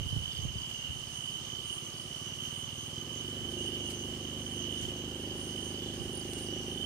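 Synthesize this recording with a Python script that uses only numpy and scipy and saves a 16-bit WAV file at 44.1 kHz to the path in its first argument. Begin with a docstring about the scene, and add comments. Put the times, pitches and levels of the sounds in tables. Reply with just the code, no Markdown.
"""Crickets trill near 3 kHz at a forest edge at night, with higher trills and short insect bouts around them.
Every insect note is a short tone with a sliding pitch, returned by echoes among the trees.
A far single-cylinder engine putters, then speeds up under load to a steady drone: puffs ring resonances.
The hand-held microphone adds soft bumps, ticks and rustles: struck resonances and short noise.
Under it all lies night air, made of stereo noise bands that flicker separately."""
import sys
import numpy as np
from scipy import signal
from scipy.io import wavfile
from scipy.ndimage import uniform_filter1d

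SR = 44100
rng = np.random.default_rng(int(sys.argv[2]) if len(sys.argv) > 2 else 0)


def master_out(mix):
    """Clip the mix to full scale and print it as 16-bit PCM to the path in sys.argv[1]."""
    frames = np.transpose(np.atleast_2d(mix))
    ceiling = np.clip(frames, -1, 1)
    pcm = np.round(ceiling * 32767).astype(np.int16)
    wavfile.write(sys.argv[1], SR, pcm)


N = 302085
TIME = np.arange(N) / SR

# Choirs in order lead, lower, fast trillers, thin trillers: pitch_hz, sweep_hz within a pulse, pulses_per_s,
# voice_spread_hz, left_minus_right_db, echo_db against direct, left_ear_lag_s
CHOIRS = [(3038, -190, 61, 30, -9.5, -1, .00016), (2895, -170, 58, 35, -8.5, 1, .00016),
          (6250, 650, 72, 105, -8, -1, .00011), (8900, -700, 45, 190, -9.5, -2, .00015)]
# Level of the two cricket choirs as the hand-held microphone moves, before their added gains:
# time_s, lead_level_db, lower_level_db
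CRICKET_LEVELS = [(0.0, -47.5, -53), (0.68, -47.5, -51.5), (0.84, -46, -46.5), (1.1, -51, -54),
                  (1.33, -45.5, -51), (1.55, -48.5, -59), (1.72, -46, -48), (1.98, -49.5, -60),
                  (2.4, -48, -51), (3.53, -48, -60.5), (3.59, -47.5, -45.5), (4.48, -48.5, -56),
                  (4.67, -45, -49), (4.98, -48.5, -53.5), (6.64, -50, -50), (6.85, -46, -58)]
# Phrases of the fast trillers: middle_s, peak_level_db
TRILLER_PHRASES = [(.26, -58), (.43, -53), (.62, -59), (.78, -50.5), (.98, -59), (1.16, -51), (1.35, -54),
                   (1.51, -52.5), (1.72, -55), (1.87, -52), (2.28, -54), (2.47, -51), (2.65, -52),
                   (2.82, -50.5), (3.0, -52.5), (3.17, -50.5), (3.62, -52), (3.84, -50.5), (3.99, -49.5),
                   (4.26, -52.5), (4.45, -51), (4.61, -49.5), (4.81, -50.5), (5.0, -54), (5.5, -55),
                   (5.66, -52), (6.25, -54.5)]
# Runs of single insects: start_s, length_s, level_db, song_name
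INSECT_BOUTS = [(0.046, 0.19, -57.5, "shrill"), (.05, 0.087, -62, "falling"), (0.232, 0.2, -53, "low"),
                (0.276, 0.14, -55, "falling"), (.532, 0.14, -57.5, "falling"), (0.688, .15, -61, "falling"),
                (1.03, 0.083, -62, "falling"), (1.252, .12, -62, "falling"), (1.35, 0.33, -59, "low"),
                (1.466, .12, -64, "falling"), (1.89, .17, -59, "falling"), (2.07, 0.44, -58, "buzz"),
                (2.5, 0.3, -60, "low"), (3.595, 0.24, -58, "low"), (4.652, 0.23, -55, "low"),
                (5.26, 0.087, -63, "falling"), (5.48, 0.096, -62, "falling"), (5.697, .12, -59, "falling"),
                (5.782, 0.17, -53, "low"), (5.943, 0.1, -61, "falling"), (6.127, .086, -45, "bright"),
                (6.163, 0.098, -58, "falling"), (6.411, 0.36, -56.5, "buzz"), (6.418, .12, -59, "falling"),
                (6.73, .12, -55, "low")]
# Songs by name: pitch_hz, sweep_hz within a pulse, pulses_per_s
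INSECT_SONGS = {"falling": (4850, -1150, 25), "low": (3470, -330, 26), "buzz": (5900, -700, 100),
                "bright": (9140, -300, 46), "shrill": (10560, -600, 56)}
# Thin steady singers far off: pitch_hz, width_hz, level_db
FAR_WHINES = [(3394, 55, -64), (6345, 90, -65), (14694, 25, -72.5)]

# Engine speed: time_s, firings_per_s
ENGINE_SPEED = [(0.0, 17.616), (1.3, 17.608), (1.8, 16.667), (2.1, 18.503), (2.5, 19.616), (2.9, 19.973),
                (3.15, 23.044), (3.4, 25.086), (4.3, 25.045), (5.2, 25.535), (6.85, 25.626)]
# Level of the exhaust bark, before its trim: time_s, level_db
BARK_LEVEL = [(0.7, -66.5), (1.19, -65.5), (1.36, -59.5), (2.79, -61), (3.6, -42.5), (4.45, -48.5),
              (4.67, -48), (6.8, -45.5)]
# Deep exhaust resonances: pitch_hz, width_hz, relative_idle_db, relative_load_db
THUD_RESONANCES = [(52.3, 6.7, -37, -11), (75.4, 23, 1, -4.5), (99.5, 22, 8, -6.5), (117, 16, 3.5, -38),
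                   (145.7, 40.5, 10.5, -10.5), (179.1, 11.5, -2, -2), (223.8, 24, -1, 0.5),
                   (261, 35, -21, -3.5)]
# Upper exhaust resonances: pitch_hz, width_hz, relative_idle_db, relative_load_db
BARK_RESONANCES = [(330.9, 13.6, 15, 9.5), (352.5, 7.3, 8, 15), (367.2, 4.2, -36, 11), (550, 11, -18, -15),
                   (790, 18, -3, 13)]
# Bands of rushing exhaust gas: pitch_hz, width_hz, idle_level_db, load_level_db
GAS_BANDS = [(337.5, 130, -59, -53), (490, 102, -72, -60.5), (1161, 120, -63.5, -68.5),
             (1570, 440, -89, -65)]

# Bumps on the microphone body, before the trim: time_s, peak_db, left_minus_right_db
MIC_BUMPS = [(0.009, -31.5, -13), (0.061, -33, -17), (0.127, -29, -23), (0.164, -26.5, -31),
             (0.388, -32, -16), (0.451, -27, -11), (0.555, -32, 5), (0.899, -36, 17), (3.419, -42, 17),
             (4.386, -47, -12), (4.839, -33.5, -2), (6.008, -32.5, -26)]
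# Light rustles: start_s, level_db, t60_s (time to fall 60 dB)
MIC_RUSTLES = [(.327, -49.5, .2), (.69, -48, 0.14), (2.425, -47, 0.36), (3.51, -47, 0.14),
               (3.895, -41.5, 0.15), (4.805, -46.5, 0.58), (5.935, -51, 0.16), (6.375, -45, 0.21)]
# Small dry ticks, before their trim: start_s, peak_db
MIC_TICKS = [(0.376, -29), (6.333, -24)]
# Spectrum of the grip's rumble: frequency_hz, relative_db_per_hz
RUMBLE_SPECTRUM = [(25, -17), (50, -12.5), (80, -5), (140, -18), (250, -29.5), (600, -42), (2000, -66)]
# Spectrum of rustles and ticks: frequency_hz, relative_db_per_hz
RUSTLE_SPECTRUM = [(100, -24), (1500, -3), (4500, 0), (9000, -1), (14000, -14)]

# Spectrum of the night air: frequency_hz, relative_db_per_hz
AIR_SPECTRUM = [(30, 5), (70, 14.5), (200, 9.5), (400, 2.5), (650, 2), (1100, 0.5), (2000, -2), (3000, 1.5),
                (3800, -1.5), (5200, 0.5), (6500, 8.5), (7500, -6.5), (9300, -11.5), (11000, -9),
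                (15000, -14)]
# How alike the two ears hear diffuse noise: frequency_hz, left_right_correlation (no unit)
EAR_LIKENESS = [(50, 0.092), (300, 0.62), (1000, 0.37), (2000, 0.17), (6000, 0.055), (14000, 0.049)]
# Stereo tilt of diffuse noise: frequency_hz, left_minus_right_db
EAR_BALANCE = [(50, -5), (500, 2.5), (2000, -3), (5000, -2), (9000, -1.5), (12000, -1.5)]


def from_db(db):
    """Decibels to gain."""
    return 10 ** (np.asarray(db) / 20)


def rms_one(x):
    """Scale to unit rms."""
    return x / np.sqrt(np.mean(x ** 2) + 1e-20)


def in_time(rows):
    """Draw each column of a table as a curve over the whole scene."""
    times, *columns = np.transpose(rows)
    return [np.interp(TIME, times, column) for column in columns]


def at_hz(points, hz):
    """Read a spectrum on a log-frequency axis."""
    points = np.array(points)
    return np.interp(np.log(hz), np.log(points[:, 0]), points[:, 1])


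def pan(balance_db):
    """Left and right gains with a mean of one."""
    gains = from_db(np.array([[.5], [-.5]]) * balance_db)
    return gains / gains.mean()


def drift(rate):
    """Smoothed random wandering with unit rms, faster for a higher rate."""
    step = 40  # samples between the points of the curve
    r = np.exp(-2 * step * np.pi * rate / SR)
    noise = rng.standard_normal(N // step + 2002)
    slow = signal.lfilter([1], [1, -2 * r, r * r], noise)[2000:]  # skip the filter's start
    return np.interp(np.arange(N) / step, np.arange(len(slow)), rms_one(slow))


def resonate(x, hz, width):
    """A two-pole resonance, width in Hz, with unit gain on top."""
    r = np.exp(-np.pi * width / SR)
    top = np.array([1, 0, -1]) * (1 - r * r) / 2
    poles = [1, -2 * r * np.cos(2 * np.pi * hz / SR), r * r]
    return signal.lfilter(top, poles, x + 1e-18)


def wing_strokes(strokes, hz, sweep_hz, duty):
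    """Each closing of the wings draws a file over a scraper: a short tone whose pitch slides."""
    along = np.minimum(strokes % 1 / np.clip(duty, .1, 1), 1)
    pitch = hz + sweep_hz * (along - .5)
    tone = np.sin(2 * np.pi * np.cumsum(pitch) / SR)
    return rms_one(np.sin(np.pi * along) * tone)


def among_trees(x, echo_db, lag_s=.00015, count=10):
    """Sound reaches the left ear late; trunks return echoes whose paths change as the microphone moves."""
    t60_s, path_speed, sound_speed = 1, .4, 343  # s, greatest path change in m/s, m/s
    direct = np.array([np.interp(TIME - lag_s, TIME, x), x])
    echoes = np.zeros((2, N))
    for k, (u, v) in enumerate(rng.random((2 * count, 2))):
        delay = .002 + .11 * u * u
        path_change = (2 * v - 1) * path_speed / sound_speed * TIME
        echo = np.interp(TIME - delay - path_change, TIME, x)
        echoes[k % 2] += from_db(-60 * delay / t60_s) * echo
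    echoes *= x.std() / echoes.std(axis=1, keepdims=True)
    echo_gain = from_db(echo_db)
    return (direct + echo_gain * echoes) / np.sqrt(1 + echo_gain ** 2)


def choirs(duty=.7, fall_db=2.0, swell_db=0.94, lead_db=5, lower_db=3, count=3):
    """Each choir is one near singer and fainter neighbours, at slightly different pitches and pulse rates."""
    lead, lower = in_time(CRICKET_LEVELS)
    levels = from_db(lead + lead_db), from_db(lower + lower_db), triller_level(), thin_level()
    out = 0
    for level, (hz, sweep_hz, per_s, spread_hz, balance_db, echo_db, lag_s) in zip(levels, CHOIRS):
        voices = 0
        for k in range(count):
            rate = per_s * (1 + .012 * drift(2) + .06 * k * rng.uniform(-1, 1))
            pitch = hz + spread_hz * ((k + 1) % count - 1 + .6 * drift(30))
            strokes = np.cumsum(rate) / SR + rng.random()
            voice = wing_strokes(strokes, pitch, sweep_hz, duty)
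            # the near singer (k = 0) holds steady while its neighbours swell and fade
            voices = voices + voice * from_db(k * (swell_db * drift(2.9) - fall_db))
        out = out + rms_one(among_trees(voices, echo_db, lag_s)) * level * pan(balance_db)
    return out


def triller_level(phrase_s=.16, between_db=-57):
    """Short rounded phrases of one length stand out of a quiet running trill."""
    phrases = 0
    for middle_s, peak_db in TRILLER_PHRASES:
        along = np.clip((TIME - middle_s) / phrase_s, -.5, .5)
        phrases = phrases + from_db(peak_db) * np.cos(np.pi * along)
    return np.hypot(phrases, from_db(between_db))


def thin_level(mean_db=-59.5, wander_db=4.0):
    """The thin trill swells and sinks at random around a mean level."""
    return from_db(mean_db + wander_db * drift(3.5))


def bouts(waver_hz=40):
    """Single insects break in with short runs of sliding pulses, each pulse at a slightly different pitch."""
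    out = 0
    for start, length, level_db, name in INSECT_BOUTS:
        hz, sweep_hz, per_s = INSECT_SONGS[name]
        age = TIME[:round(length * SR)]
        pulse = (age * per_s).astype(int)
        pitch = hz + waver_hz * rng.normal(size=99)[pulse]
        song = wing_strokes(age * per_s, pitch, sweep_hz, duty=.55)
        swell = np.sqrt(np.sin(np.pi * age / length).clip(0))  # each run swells and fades
        placed = np.interp(TIME - start, age, rms_one(song * swell), left=0, right=0)
        out = out + placed * from_db(level_db)
    return among_trees(out, echo_db=-9) * pan(-7)


def double_chirper(hz=7640, level_db=-69):
    """A small cricket gives two notes and rests for two, four times a second."""
    strokes = (TIME - .095) * 16.08  # notes and rests per second
    song = wing_strokes(strokes, hz + 22 * drift(30), sweep_hz=-60, duty=.5)
    song = song * (strokes % 4 < 2)
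    return among_trees(song * from_db(level_db), echo_db=-6) * pan(-8)


def engine(second_s=0.00824, second_share=0.58, soft_hz=500, muffled_hz=210, open_bark_db=-58, bark_db=-1,
           full_rush_db=-58, intake_s=0.0196, intake_hz=110, intake_width=70, intake_db=-5, muffler_width=170):
    """One soft exhaust puff per firing rings the pipe; load shifts the ring upwards."""
    rate, = in_time(ENGINE_SPEED)
    bark_level, = in_time(BARK_LEVEL)
    # the thud grows by 0.7759 dB for each firing per second above 17
    thud_level = -50.5 + 0.7759 * (rate - 17)
    # load is read from the speed: 0 at the slowest, 1 at the fastest
    load = np.clip((rate - rate.min()) / np.ptp(rate), 0, 1) ** 2
    cycles = np.cumsum(rate) / SR + .14
    # firings grow more even under load
    unevenness_db = (1.2 - .7 * load) * drift(10)
    puffs = -np.diff(np.floor(cycles), prepend=0) * from_db(unevenness_db)
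    # at idle a second puff follows each firing
    puffs = puffs + second_share * (1 - load) * np.interp(TIME - second_s, TIME, puffs)
    # the valve opens gradually and distance dulls the edge
    puffs = signal.sosfilt(signal.butter(4, soft_hz, fs=SR, output="sos"), puffs)

    def pipe(modes):
        """The resonances ring together, at an even overall level."""
        ring = 0
        for hz, width, idle, full in modes:
            # the muffler chamber makes each ring build up gradually
            mode = resonate(resonate(puffs, hz, muffler_width), hz, width)
            ring = ring + mode * from_db(idle + (full - idle) * load)
        return ring / np.sqrt(uniform_filter1d(ring ** 2, size=SR // 2) + 1e-20)

    # between firings the working engine gulps air
    gulp = resonate(np.interp(TIME - intake_s, TIME, puffs), intake_hz, intake_width)
    gulp = resonate(gulp, intake_hz, 3 * intake_width)
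    intake = rms_one(gulp) * load * from_db(intake_db)
    # gas rushes strongest at each firing, and more as the bark grows
    pulsing = 1 + 0.25 * np.cos(2 * np.pi * cycles)
    rush = rng.standard_normal(N) * pulsing * from_db(np.minimum(bark_level - full_rush_db, 0))
    gas = 0
    for hz, width, idle, full in GAS_BANDS:
        band = rms_one(resonate(resonate(rush, hz, width), hz, 2 * width))
        gas = gas + band * from_db(idle + (full - idle) * load)
    thud = (pipe(THUD_RESONANCES) + intake) * from_db(thud_level)
    # while the bark is faint the thud is muffled too
    muffled = signal.sosfiltfilt(signal.butter(2, muffled_hz, fs=SR, output="sos"), thud)
    thud = muffled + (thud - muffled) * from_db(np.minimum(bark_level - open_bark_db, 0))
    bark = pipe(BARK_RESONANCES) * from_db(bark_level + bark_db)
    return thud * pan(-2.4) + (bark + gas) * pan(-2.3)


def handling(bump_hz=110, bump_width=55, bump_db=-1, unsteady_db=3, tick_t60=0.019, tick_db=-10):
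    """The grip shifts: each dull bump stirs up a short rumble; light rustles and ticks come between."""
    grip_db, stir_db = -64.5, -8.5  # rumble at rest; stirred rumble against the listed bump peak
    stir_rise_s, stir_t60_s = .04, .45
    bumps, friction = np.zeros((2, N)), np.zeros(N)
    rumble_power = from_db(grip_db + unsteady_db * drift(1.6)) ** 2
    for s, peak_db, balance_db in MIC_BUMPS:
        tap = 1. * (np.arange(N) == round(s * SR))
        knock = resonate(resonate(tap, bump_hz, bump_width), bump_hz, 2 * bump_width)
        bumps -= knock / abs(knock).max() * from_db(peak_db + bump_db) * pan(balance_db)
        # the rumble rises just ahead of the bump and dies away after it
        rise = np.clip(1 + (TIME - s) / stir_rise_s, 0, 1)
        fall_db = 60 * np.clip((TIME - s) / stir_t60_s, 0, 2)
        rumble_power = rumble_power + (rise * from_db(peak_db + stir_db - fall_db)) ** 2
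    ticks = [(s, peak_db + tick_db, tick_t60) for s, peak_db in MIC_TICKS]
    for s, level_db, t60 in list(MIC_RUSTLES) + ticks:
        rise = np.clip((TIME - s) / (0.037 * t60), 0, 1)
        friction += rise * from_db(level_db - 60 * np.clip((TIME - s) / t60, 0, 2))
    rumble = np.sqrt(rumble_power) * diffuse_noise(RUMBLE_SPECTRUM, patchy_db=1.5)
    grain = from_db(2 * drift(120))  # fast unevenness of the rubbing
    return bumps + rumble + friction * grain * diffuse_noise(RUSTLE_SPECTRUM, patchy_db=1.5)


def whines():
    """Far singers blur into narrow steady tones: noise through sharp resonances."""
    out = 0
    for (hz, width, level_db), balance_db in zip(FAR_WHINES, (-6, -6, 1)):
        noise = rng.standard_normal((2, N))
        tone = rms_one(resonate(resonate(noise, hz, width), hz, width))
        out = out + from_db(level_db) * tone * pan(balance_db)
    return out


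def diffuse_noise(spectrum, patchy_db):
    """Half-octave bands of stereo noise, each with its own flicker, likeness and balance."""
    out, edges = 0, 24 * 2 ** np.arange(0, 9.6, .5)
    white = rng.standard_normal((2, 2, N))  # neighbouring bands take turns between two noises
    for k, (low, high) in enumerate(zip(edges, edges[1:])):
        band = signal.butter(2, [low, high], "band", fs=SR, output="sos")
        mid, side = signal.sosfilt(band, white[k % 2])
        hz = np.sqrt(low * high)
        alike = np.clip(at_hz(EAR_LIKENESS, hz), -1, 1)
        level_db = at_hz(spectrum, hz) + patchy_db * drift(11.3)
        stereo = np.sqrt(1 + alike) * mid + np.sqrt(1 - alike) * side * [[1], [-1]]
        out = out + from_db(level_db) * pan(at_hz(EAR_BALANCE, hz)) * stereo
    return rms_one(out)


def night_air(level_db=-49):
    """The soft bed of the night: broad noise whose bands flicker slightly."""
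    return from_db(level_db) * diffuse_noise(AIR_SPECTRUM, patchy_db=1.0)


def scene():
    """Insects, engine and handling over the night air."""
    insects = choirs() + bouts() + double_chirper() + whines()
    return insects + engine() + handling() + night_air()


def record(dry):
    """The microphone thins the deepest bass, below 32 Hz, and the top is cut steeply at 15.2 kHz."""
    thinned = signal.sosfilt(signal.butter(2, 32, "high", fs=SR, output="sos"), dry)
    return signal.sosfilt(signal.ellip(12, .1, 80, 15200, fs=SR, output="sos"), thinned)


dry = scene()
out = record(dry)
master_out(out)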